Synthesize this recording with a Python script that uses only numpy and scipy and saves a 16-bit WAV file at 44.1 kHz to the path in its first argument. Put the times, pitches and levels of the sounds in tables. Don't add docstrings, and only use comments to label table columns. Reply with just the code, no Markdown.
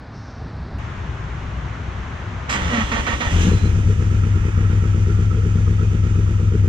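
import sys
import numpy as np
from scipy import signal
from scipy.fft import rfft, irfft, next_fast_len
from scipy.io import wavfile
from scipy.ndimage import uniform_filter1d

SR = 44100
rng = np.random.default_rng(int(sys.argv[2]) if len(sys.argv) > 2 else 0)


def file_out(sig):
    cols = np.atleast_2d(sig).T
    lim = np.clip(cols, -1, 1)
    pcm = np.round(lim * 32767).astype(np.int16)
    wavfile.write(sys.argv[1], SR, pcm)


N = 294588
TIME = np.arange(N) / SR
FFT_SIZE = next_fast_len(N + SR)
FREQ_HZ = np.maximum(np.arange(FFT_SIZE // 2 + 1) * SR / FFT_SIZE, 1e-3)
COMMON = np.array([[1], [0], [0]])

# (frequency [Hz], gain [dB])
RUMBLE_SPECTRUM = [(15, -30), (30, -8), (48, -15.5), (59, 4.5), (70, -2), (115, -3.5), (150, -8.5),
                   (220, -16.5), (400, -22.5), (900, -57), (6000, -110)]
HUSH_SPECTRUM = [(150, -14), (250, -1.5), (378, -14), (770, -9.5), (1200, -13), (1640, -15), (3010, -29.5),
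                 (4480, -26.5), (8600, -52.5), (11200, -94), (18900, -120)]
HISS_SPECTRUM = [(210, -21), (400, -9.5), (700, -5.5), (1120, -3), (1630, -5.5), (3370, -17.5), (4770, -28),
                 (6320, -25.5), (7620, -34.5), (8600, -45.5), (11000, -53), (13000, -67), (16000, -79)]
GRIND_SPECTRUM = [(120, -20), (220, 10.5), (400, -2.5), (700, 3), (1200, 3.5), (2000, 1.5), (2500, 0.5),
                  (3400, -4), (4000, -25), (5000, -15.5), (6400, -6), (7700, -21.5), (8500, -33),
                  (15000, -50)]
GAS_SPECTRUM = [(300, 9.5), (600, -2), (1000, -1), (1700, 1), (2100, -1), (2800, -1.5), (3600, -7.5),
                (4100, -14.5), (4900, -13), (6400, -5.5), (7600, -13.5), (8200, -22), (11000, -25),
                (15000, -43)]
# (frequency [Hz], left minus right [dB])
BAY_PAN = [(200, -1.5), (500, -6), (950, -7.5), (1600, -7), (2750, -6), (4700, -2.5), (8000, 0)]
# (time [s], rise [s], length [s], relative grind [dB], gear mesh [Hz], relative hum [dB])
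STARTER_STROKES = [(2.483, 0.012, 0.076, -34, 247, -45), (2.542, 0.01, .15, -36.5, 186.7, -31),
                   (2.69, 0.05, 0.13, -29, 234, -25.5), (2.916, 0.0024, 0.085, -31, 230, -32),
                   (3.059, 0.014, 0.076, -30, 244, -37.5), (3.203, 0.0025, 0.073, -31.5, 240, -34.5)]
# (frequency [Hz], width [Hz], gain [dB])
HOUSING_MODES = [(490, 30, -1), (580, 30, -4), (957, 40, -4), (1136, 25, -5), (1302, 45, 2), (1500, 30, -6),
                 (1792, 25, -2), (1850, 22, -2), (1920, 45, 4), (2089, 18, -3), (2312, 30, -4),
                 (2733, 25, -5), (2942, 18, -5), (3220, 35, -7), (3490, 35, -9), (4020, 40, -17)]
# (multiple, relative level [dB])
MESH_HARMONICS = [(4, -12), (5, -11), (8, -7)]
# (time [s], relative level [dB])
GEAR_CLACKS = [(2.493, -24.5), (2.525, -22.5), (2.915, -23.5), (3.065, -25.5), (3.206, -23.5)]
# (time [s], peak [dB])
AIR_PUFFS = [(2.62, -21), (2.838, -18), (2.996, -14), (3.135, -18.5), (3.272, -12.5)]
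# (lag [firing intervals], strength [dB], turbulence [dB], cold offset [dB])
V8_CYLINDERS = [(-.08, -4, 2, 7), (-.12, 2.5, 0, -13), (.02, 0, 2, -1), (.38, -3, -1, -11),
                (-.05, 2.5, -6, -18), (-.17, -16, -1, 0), (-.155, 2, -6, 6), (-.175, 5.3, -9, -5.5)]
# (frequency [Hz], width [Hz], gain [dB], polarity [+/-1])
PIPE_MODES = [(28, 9, -18, -1), (43.5, 39, -13.7, 1), (63.5, 18, -8.8, -1), (94, 45, -3.5, 1),
              (101, 14.5, .7, -1), (123, 22, -13, -1), (174, 16, -14.3, -1), (227, 20, -21.5, -1),
              (328, 22, -34, -1), (400, 22, -38, -1)]
# (frequency [Hz], width [Hz], gain [dB])
BURBLE_MODES = [(125, 25, 0), (198, 45, 4), (324, 24, 5.5), (390, 30, 0), (450, 35, -6), (535, 20, -8)]
# (time [s], half length [s], gain [dB])
EXHAUST_DIPS = [(3.6, 0.018, -24), (4.393, 0.0048, -11), (4.522, 0.013, -11.5)]
# (time [s], half length [s], level [dB])
EXHAUST_BARKS = [(3.452, 0.012, -21), (3.482, .014, -16), (3.52, 0.025, -30), (3.648, 0.016, -28.5),
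                 (5.188, 0.0062, -26.5), (5.555, 0.0076, -29)]
# (time [s], half length [s], pitch [Hz], level [dB])
RISING_NOTES = [(3.908, .022, 433, -29), (4.636, 0.017, 430, -32.5), (5.091, 0.02, 399, -28),
                (5.384, 0.027, 434, -32.5), (5.461, 0.011, 400, -30), (5.826, 0.016, 434, -29),
                (6.188, 0.013, 412, -29), (6.545, .014, 411, -27)]

STEREO_FROM_S = .782
CATCH_S, FLARE_S, EFFORT_FALL_S = 3.32, 3.49, .15
LOPE_S, SETTLE_S = 3.461, .045
WARM_S, WARMING_S = 3.94, .05
SKIP_S, SKIP_CYCLES = 4.39, .24


def undb(db):
    return 10 ** (np.asarray(db) / 20)


def unit(x):
    return x / np.sqrt(np.mean(x ** 2))


def noise():
    return rng.standard_normal((3, N))


def walk(rate_hz):
    hold = int(SR / rate_hz)
    steps = np.repeat(rng.standard_normal(N // hold + 1), hold)
    return 1.3 * uniform_filter1d(uniform_filter1d(steps, hold), hold)[:N]


def ramp(start_s, length_s):
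    return np.clip((TIME - start_s) / length_s, 0, 1)


def bump(centre_s, half_s):
    return np.exp(-((TIME - centre_s) / half_s) ** 2)


def swell(start_s, rise_s, length_s, fall_s):
    return ramp(start_s, rise_s) * np.exp(-np.maximum(TIME - start_s - length_s, 0) / fall_s)


def through(x, response):
    return irfft(rfft(x, FFT_SIZE) * response, FFT_SIZE)[..., :N]


def band(response):
    return unit(through(noise(), response))


def colour(points):
    hz, db = np.transpose(points)
    return undb(np.interp(np.log(FREQ_HZ), np.log(hz), db))


def resonance(hz, width_hz):
    return 1 / (1 + 1j * (FREQ_HZ ** 2 - hz ** 2) / (FREQ_HZ * width_hz))


def modes(table):
    return sum(undb(db) * resonance(hz, width_hz) for hz, width_hz, db in table)


def pan(x, left_db):
    return x * undb(np.array([[left_db], [-left_db]]) / 2)


def from_bay(x, scatter_db=0, left_lag_s=.0002373):
    direct = through(x[0], np.exp(-2j * np.pi * FREQ_HZ * np.array([[left_lag_s], [0]])))
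    echoes = rng.standard_normal((2, SR // 4)) * np.exp(-TIME[:SR // 4] / .025)
    comb = 1 + undb(-9) * rfft(echoes / np.linalg.norm(echoes, axis=1, keepdims=True), FFT_SIZE)
    balance = colour(BAY_PAN) ** np.array([[.5], [-.5]])
    return through(direct + undb(scatter_db) * x[1:], comb * balance)


def background():
    rumble = unit(through(noise()[0], colour(RUMBLE_SPECTRUM)))
    rumble_db = -36 + 7.5 * ramp(.37, .048) + 1.14 * walk(8.86)
    rumble *= undb(rumble_db) * swell(-1, 1, 5.4, .071)
    opened = ramp(STEREO_FROM_S, .005)
    hush = band(colour(HUSH_SPECTRUM)) * undb(-43 + 3.6 * np.minimum(TIME, 1)) * (1 - opened)
    hiss = band(colour(HISS_SPECTRUM)) * undb(-39 + .5 * walk(2.42))
    hiss *= opened * swell(-.61, 1, 3.6, .072)
    rustle = band(resonance(5470, 1800) ** 4) * undb(-58) * swell(.12, .036, .19, .14)
    floor = hush + hiss + rustle
    return pan(rumble, 3.1) + pan(undb(-2) * floor[0] + undb(1) * floor[1:], .37)


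def starter(sag_per_s=1.3):
    grind = undb(-35.5) * swell(2.495, .01, .83, .06)
    hum = teeth = whine = 0
    for start_s, rise_s, length_s, grind_db, mesh_hz, hum_db in STARTER_STROKES:
        push = swell(start_s, rise_s, length_s, .013) + .4 * swell(start_s, rise_s, .005, .02)
        sag = np.exp(-sag_per_s * np.clip(TIME - start_s - length_s / 2, -length_s, length_s))
        tooth = np.cumsum(mesh_hz * sag * (1 + .02 * walk(120))) / SR
        mesh_rad = 2 * np.pi * tooth
        impacts = np.diff(np.floor(tooth), prepend=0)
        grind += undb(grind_db - 3.5) * push * (1 + .5 * np.cos(mesh_rad))
        teeth += undb(grind_db) * push * unit(impacts * undb(2 * walk(250)))
        hum += undb(hum_db + 3 + 3.9 * walk(90)) * push * np.sin(mesh_rad)
        whine += push * sum(undb(grind_db + db + 3) * np.sin(k * mesh_rad) for k, db in MESH_HARMONICS)
    scrape = unit(noise() * undb(.78 * walk(250)))
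    housing = modes(HOUSING_MODES) * colour([(4200, 2), (8000, -15), (15000, -42)])
    body = colour(GRIND_SPECTRUM) + undb(5) * housing
    body /= np.sqrt(np.mean(abs(body) ** 2))
    metal = through(scrape * grind + teeth * COMMON, body) * undb(-.5)
    slam = band(colour([(1500, 1), (3000, 1.5), (7700, 4.5), (8600, -11), (15000, -29)]))
    slam *= undb(-34) * swell(2.494, .003, .045, .025)
    ring = band(resonance(4070, 90) ** 2) * undb(-52) * swell(3.4, .1, .27, .02)
    pinion = band(colour([(1500, -12), (3000, 5.5), (4700, -9), (6400, -3), (8500, -16), (15000, -36)]))
    pinion *= undb(-40.5) * swell(2.495, .0091, .94, .037)
    return from_bay(metal + slam + ring + pinion + whine * COMMON) + pan(hum, 1)


def clacks():
    blows = sum(undb(db) * swell(s, .00074, .0016, fall_s=.035) for s, db in GEAR_CLACKS)
    ring = band(resonance(1330, 560) + undb(-7) * resonance(2000, 1200) ** 2)
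    tone = colour([(300, -4.5), (800, -3.5), (4000, -1.5), (8000, -18), (12000, -20)])
    return from_bay(through(ring * blows, tone), scatter_db=-4)


def compressions():
    pipe = resonance(64, 30) * colour([(100, 1), (400, -24.5), (2000, -80)])
    impulse = np.diff(ramp(0, 1 / SR), prepend=0)
    kicks = sum(undb(db) * (np.arange(N) == int(s * SR)) for s, db in AIR_PUFFS)
    puffs = through(kicks, -pipe) / abs(through(impulse, pipe)).max()
    murmur = unit(through(noise()[0], pipe + .24 * resonance(274, 120) ** 2))
    murmur *= undb(-29.5) * swell(2.52, .033, .66, .03)
    return pan(puffs + murmur, 3.7)


def engine_cycles(stumble_hz=5.35, idle_hz=8.21, hunt_period_s=2.284):
    misfire_hz = .55 * bump(3.598, .04)
    overshoot_hz = .37 * bump(3.78, .15)
    hunt_hz = .133 * np.cos(2 * np.pi * (TIME - 5.855) / hunt_period_s)
    running_hz = idle_hz - misfire_hz + overshoot_hz + hunt_hz
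    speed_hz = stumble_hz + ramp(3.416, .101) * (running_hz - stumble_hz)
    cycle = np.cumsum(speed_hz) / SR + SKIP_CYCLES * (TIME > SKIP_S)
    return cycle - np.interp(5.319, TIME, cycle)


def firings(cycle, strength_db, scatter_db, cold_db, jitter_s=.00022):
    lag, count = np.array(V8_CYLINDERS)[:, 0], len(V8_CYLINDERS)
    firing = np.arange(int(cycle[0] * count), int(cycle[-1] * count) + 1)
    cylinder = firing % count
    jitter, scatter = rng.standard_normal((len(firing), 2)).T
    due_s = np.interp(firing / count, cycle, TIME)
    uneven = np.interp(due_s, [LOPE_S, LOPE_S + SETTLE_S], [.15, 1])
    cold = np.interp(due_s, [WARM_S, WARM_S + WARMING_S], [1, 0])
    level_db = uneven * (strength_db[cylinder] + cold * cold_db[cylinder]) + scatter_db * scatter
    when_s = np.interp((firing + uneven * lag[cylinder]) / count, cycle, TIME)
    fires = (when_s > CATCH_S) & (abs(when_s - SKIP_S) > 1 / SR) & (when_s < TIME[-1])
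    index = np.clip((when_s + jitter_s * jitter) * SR, 0, N - 1).astype(int)
    return np.bincount(index, fires * undb(level_db), N)


def whir(cycle, puffs, base_hz=1300, fade_db=7, peak_s=4.95, ease_db_per_s=2.5):
    turn = uniform_filter1d((cycle - .83) % 1, size=200)
    pitch_hz = base_hz * (1 + .035 * np.sin(np.pi * turn) ** 2 + .017 * walk(55))
    grit = band(colour([(45, 2), (130, -4), (400, -24), (1000, -70)]))
    tone = (.6 * COMMON + .8 * grit) * np.sin(2 * np.pi * np.cumsum(pitch_hz) / SR)
    ring = unit(tone) + undb(-9) * band(resonance(1850, 900) ** 2)
    chatter = undb(-fade_db * turn + 1.1 * np.cos(6 * np.pi * (turn - .07)) + walk(70))
    return unit(ring * chatter * (1 + .14 * puffs)) * undb(-47 - ease_db_per_s * abs(TIME - peak_s))


def bay_rasp(puffs):
    tone = colour([(500, -14.5), (850, -2), (1400, 2), (2300, -2), (3000, -9.5), (4000, -25),
                   (9000, -40.5)])
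    return unit(through(noise() * (1 + .29 * puffs), tone)) * undb(-46) * bump(4.52, .44)


def gas_hiss(cycle, puffs, level_db):
    flutter = undb(.45 * np.cos(2 * np.pi * (cycle - .25)) + .44 * walk(30))
    hiss = unit(through(noise() * (1 + .082 * puffs) * flutter, colour(GAS_SPECTRUM)))
    rasp = band(colour([(1200, -21), (3000, 9.5), (4700, -12), (6400, 7.5), (8500, -17), (15000, -29)]))
    return hiss * undb(level_db) + rasp * undb(-35) * bump(3.435, .055)


def rising_notes(rise_hz_per_s=1500):
    rough = 1 + .5 * walk(160)
    notes = np.zeros(N)
    for time_s, half_s, hz, db in RISING_NOTES:
        near = abs(TIME - time_s) < 3 * half_s
        age_s = TIME[near] - time_s
        turns = hz * age_s + rise_hz_per_s * age_s ** 2 / 2 + rng.random()
        notes[near] += undb(db) * np.exp(-(age_s / half_s) ** 2) * np.sin(2 * np.pi * turns)
    return notes * rough


def barks(puffs):
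    turbulence = unit(through(noise()[0], resonance(330, 360)))
    tone = colour([(110, -18), (190, 14), (240, -3.5), (300, -2.5), (480, -4.5), (620, -30.5),
                   (1500, -48), (4000, -75)])
    blast = unit(through(puffs + .5 * turbulence, tone))
    return blast * sum(undb(db) * bump(s, half_s) for s, half_s, db in EXHAUST_BARKS)


def burble(kicks, puffs, muffler):
    stir = .6 * unit(puffs * noise()[0]) + unit(kicks)
    return unit(through(stir, modes(BURBLE_MODES) * muffler))


def boom(pulses, chug, muffler):
    pipe = sum(sign * undb(db) * resonance(hz, width_hz) for hz, width_hz, db, sign in PIPE_MODES)
    ring = unit(through(pulses, pipe * muffler)) * undb(-18.5 + 2.5 * bump(FLARE_S, .17))
    upper = through(ring, colour([(115, -41), (150, -4.5)]))
    return ring + upper * (undb(3.5 * chug - .6) - 1)


def engine():
    _, strength_db, turbulence_db, cold_db = np.transpose(V8_CYLINDERS)
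    cycle = engine_cycles()
    pulses = firings(cycle, strength_db, .8, cold_db)
    kicks = firings(cycle + .03, turbulence_db, 1.5, 0 * cold_db)
    puffs = unit(through(kicks, 1 / (1 + 2j * np.pi * FREQ_HZ * .006)))
    chug = np.tanh(4 * np.cos(2 * np.pi * (cycle - .185))) * ramp(LOPE_S, SETTLE_S)
    age_s = np.maximum(TIME - FLARE_S, 0)
    effort = np.exp(-age_s / EFFORT_FALL_S)
    muffler = colour([(20, 6.5), (480, 1), (620, -21), (1000, -29.5), (3000, -58)])
    burble_db = -38.5 + 6 * effort + .5 * age_s + 2.6 * chug
    exhaust = boom(pulses, chug, muffler) + burble(kicks, puffs, muffler) * undb(burble_db)
    gas = gas_hiss(cycle, puffs, level_db=-40.5 + 9.5 * effort - .72 * age_s)
    lows = exhaust + barks(puffs) + rising_notes()
    dips_db = sum(db * bump(s, half_s) for s, half_s, db in EXHAUST_DIPS)
    bay = (gas + whir(cycle, puffs) + bay_rasp(puffs)) * ramp(3.285, .026)
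    return pan(lows * undb(dips_db), 3.15) + from_bay(bay)


def scene():
    return background() + starter() + clacks() + compressions() + engine()


def record(dry, top_hz=15700):
    mid = dry.mean(axis=0)
    stereo = mid + (dry - mid) * ramp(STEREO_FROM_S, .01)
    tick = undb(-33) * np.diff(ramp(.786, 1 / SR), prepend=0)
    return signal.sosfilt(signal.ellip(8, .2, 70, top_hz, fs=SR, output="sos"), stereo + tick)


dry = scene()
out = record(dry)
file_out(out)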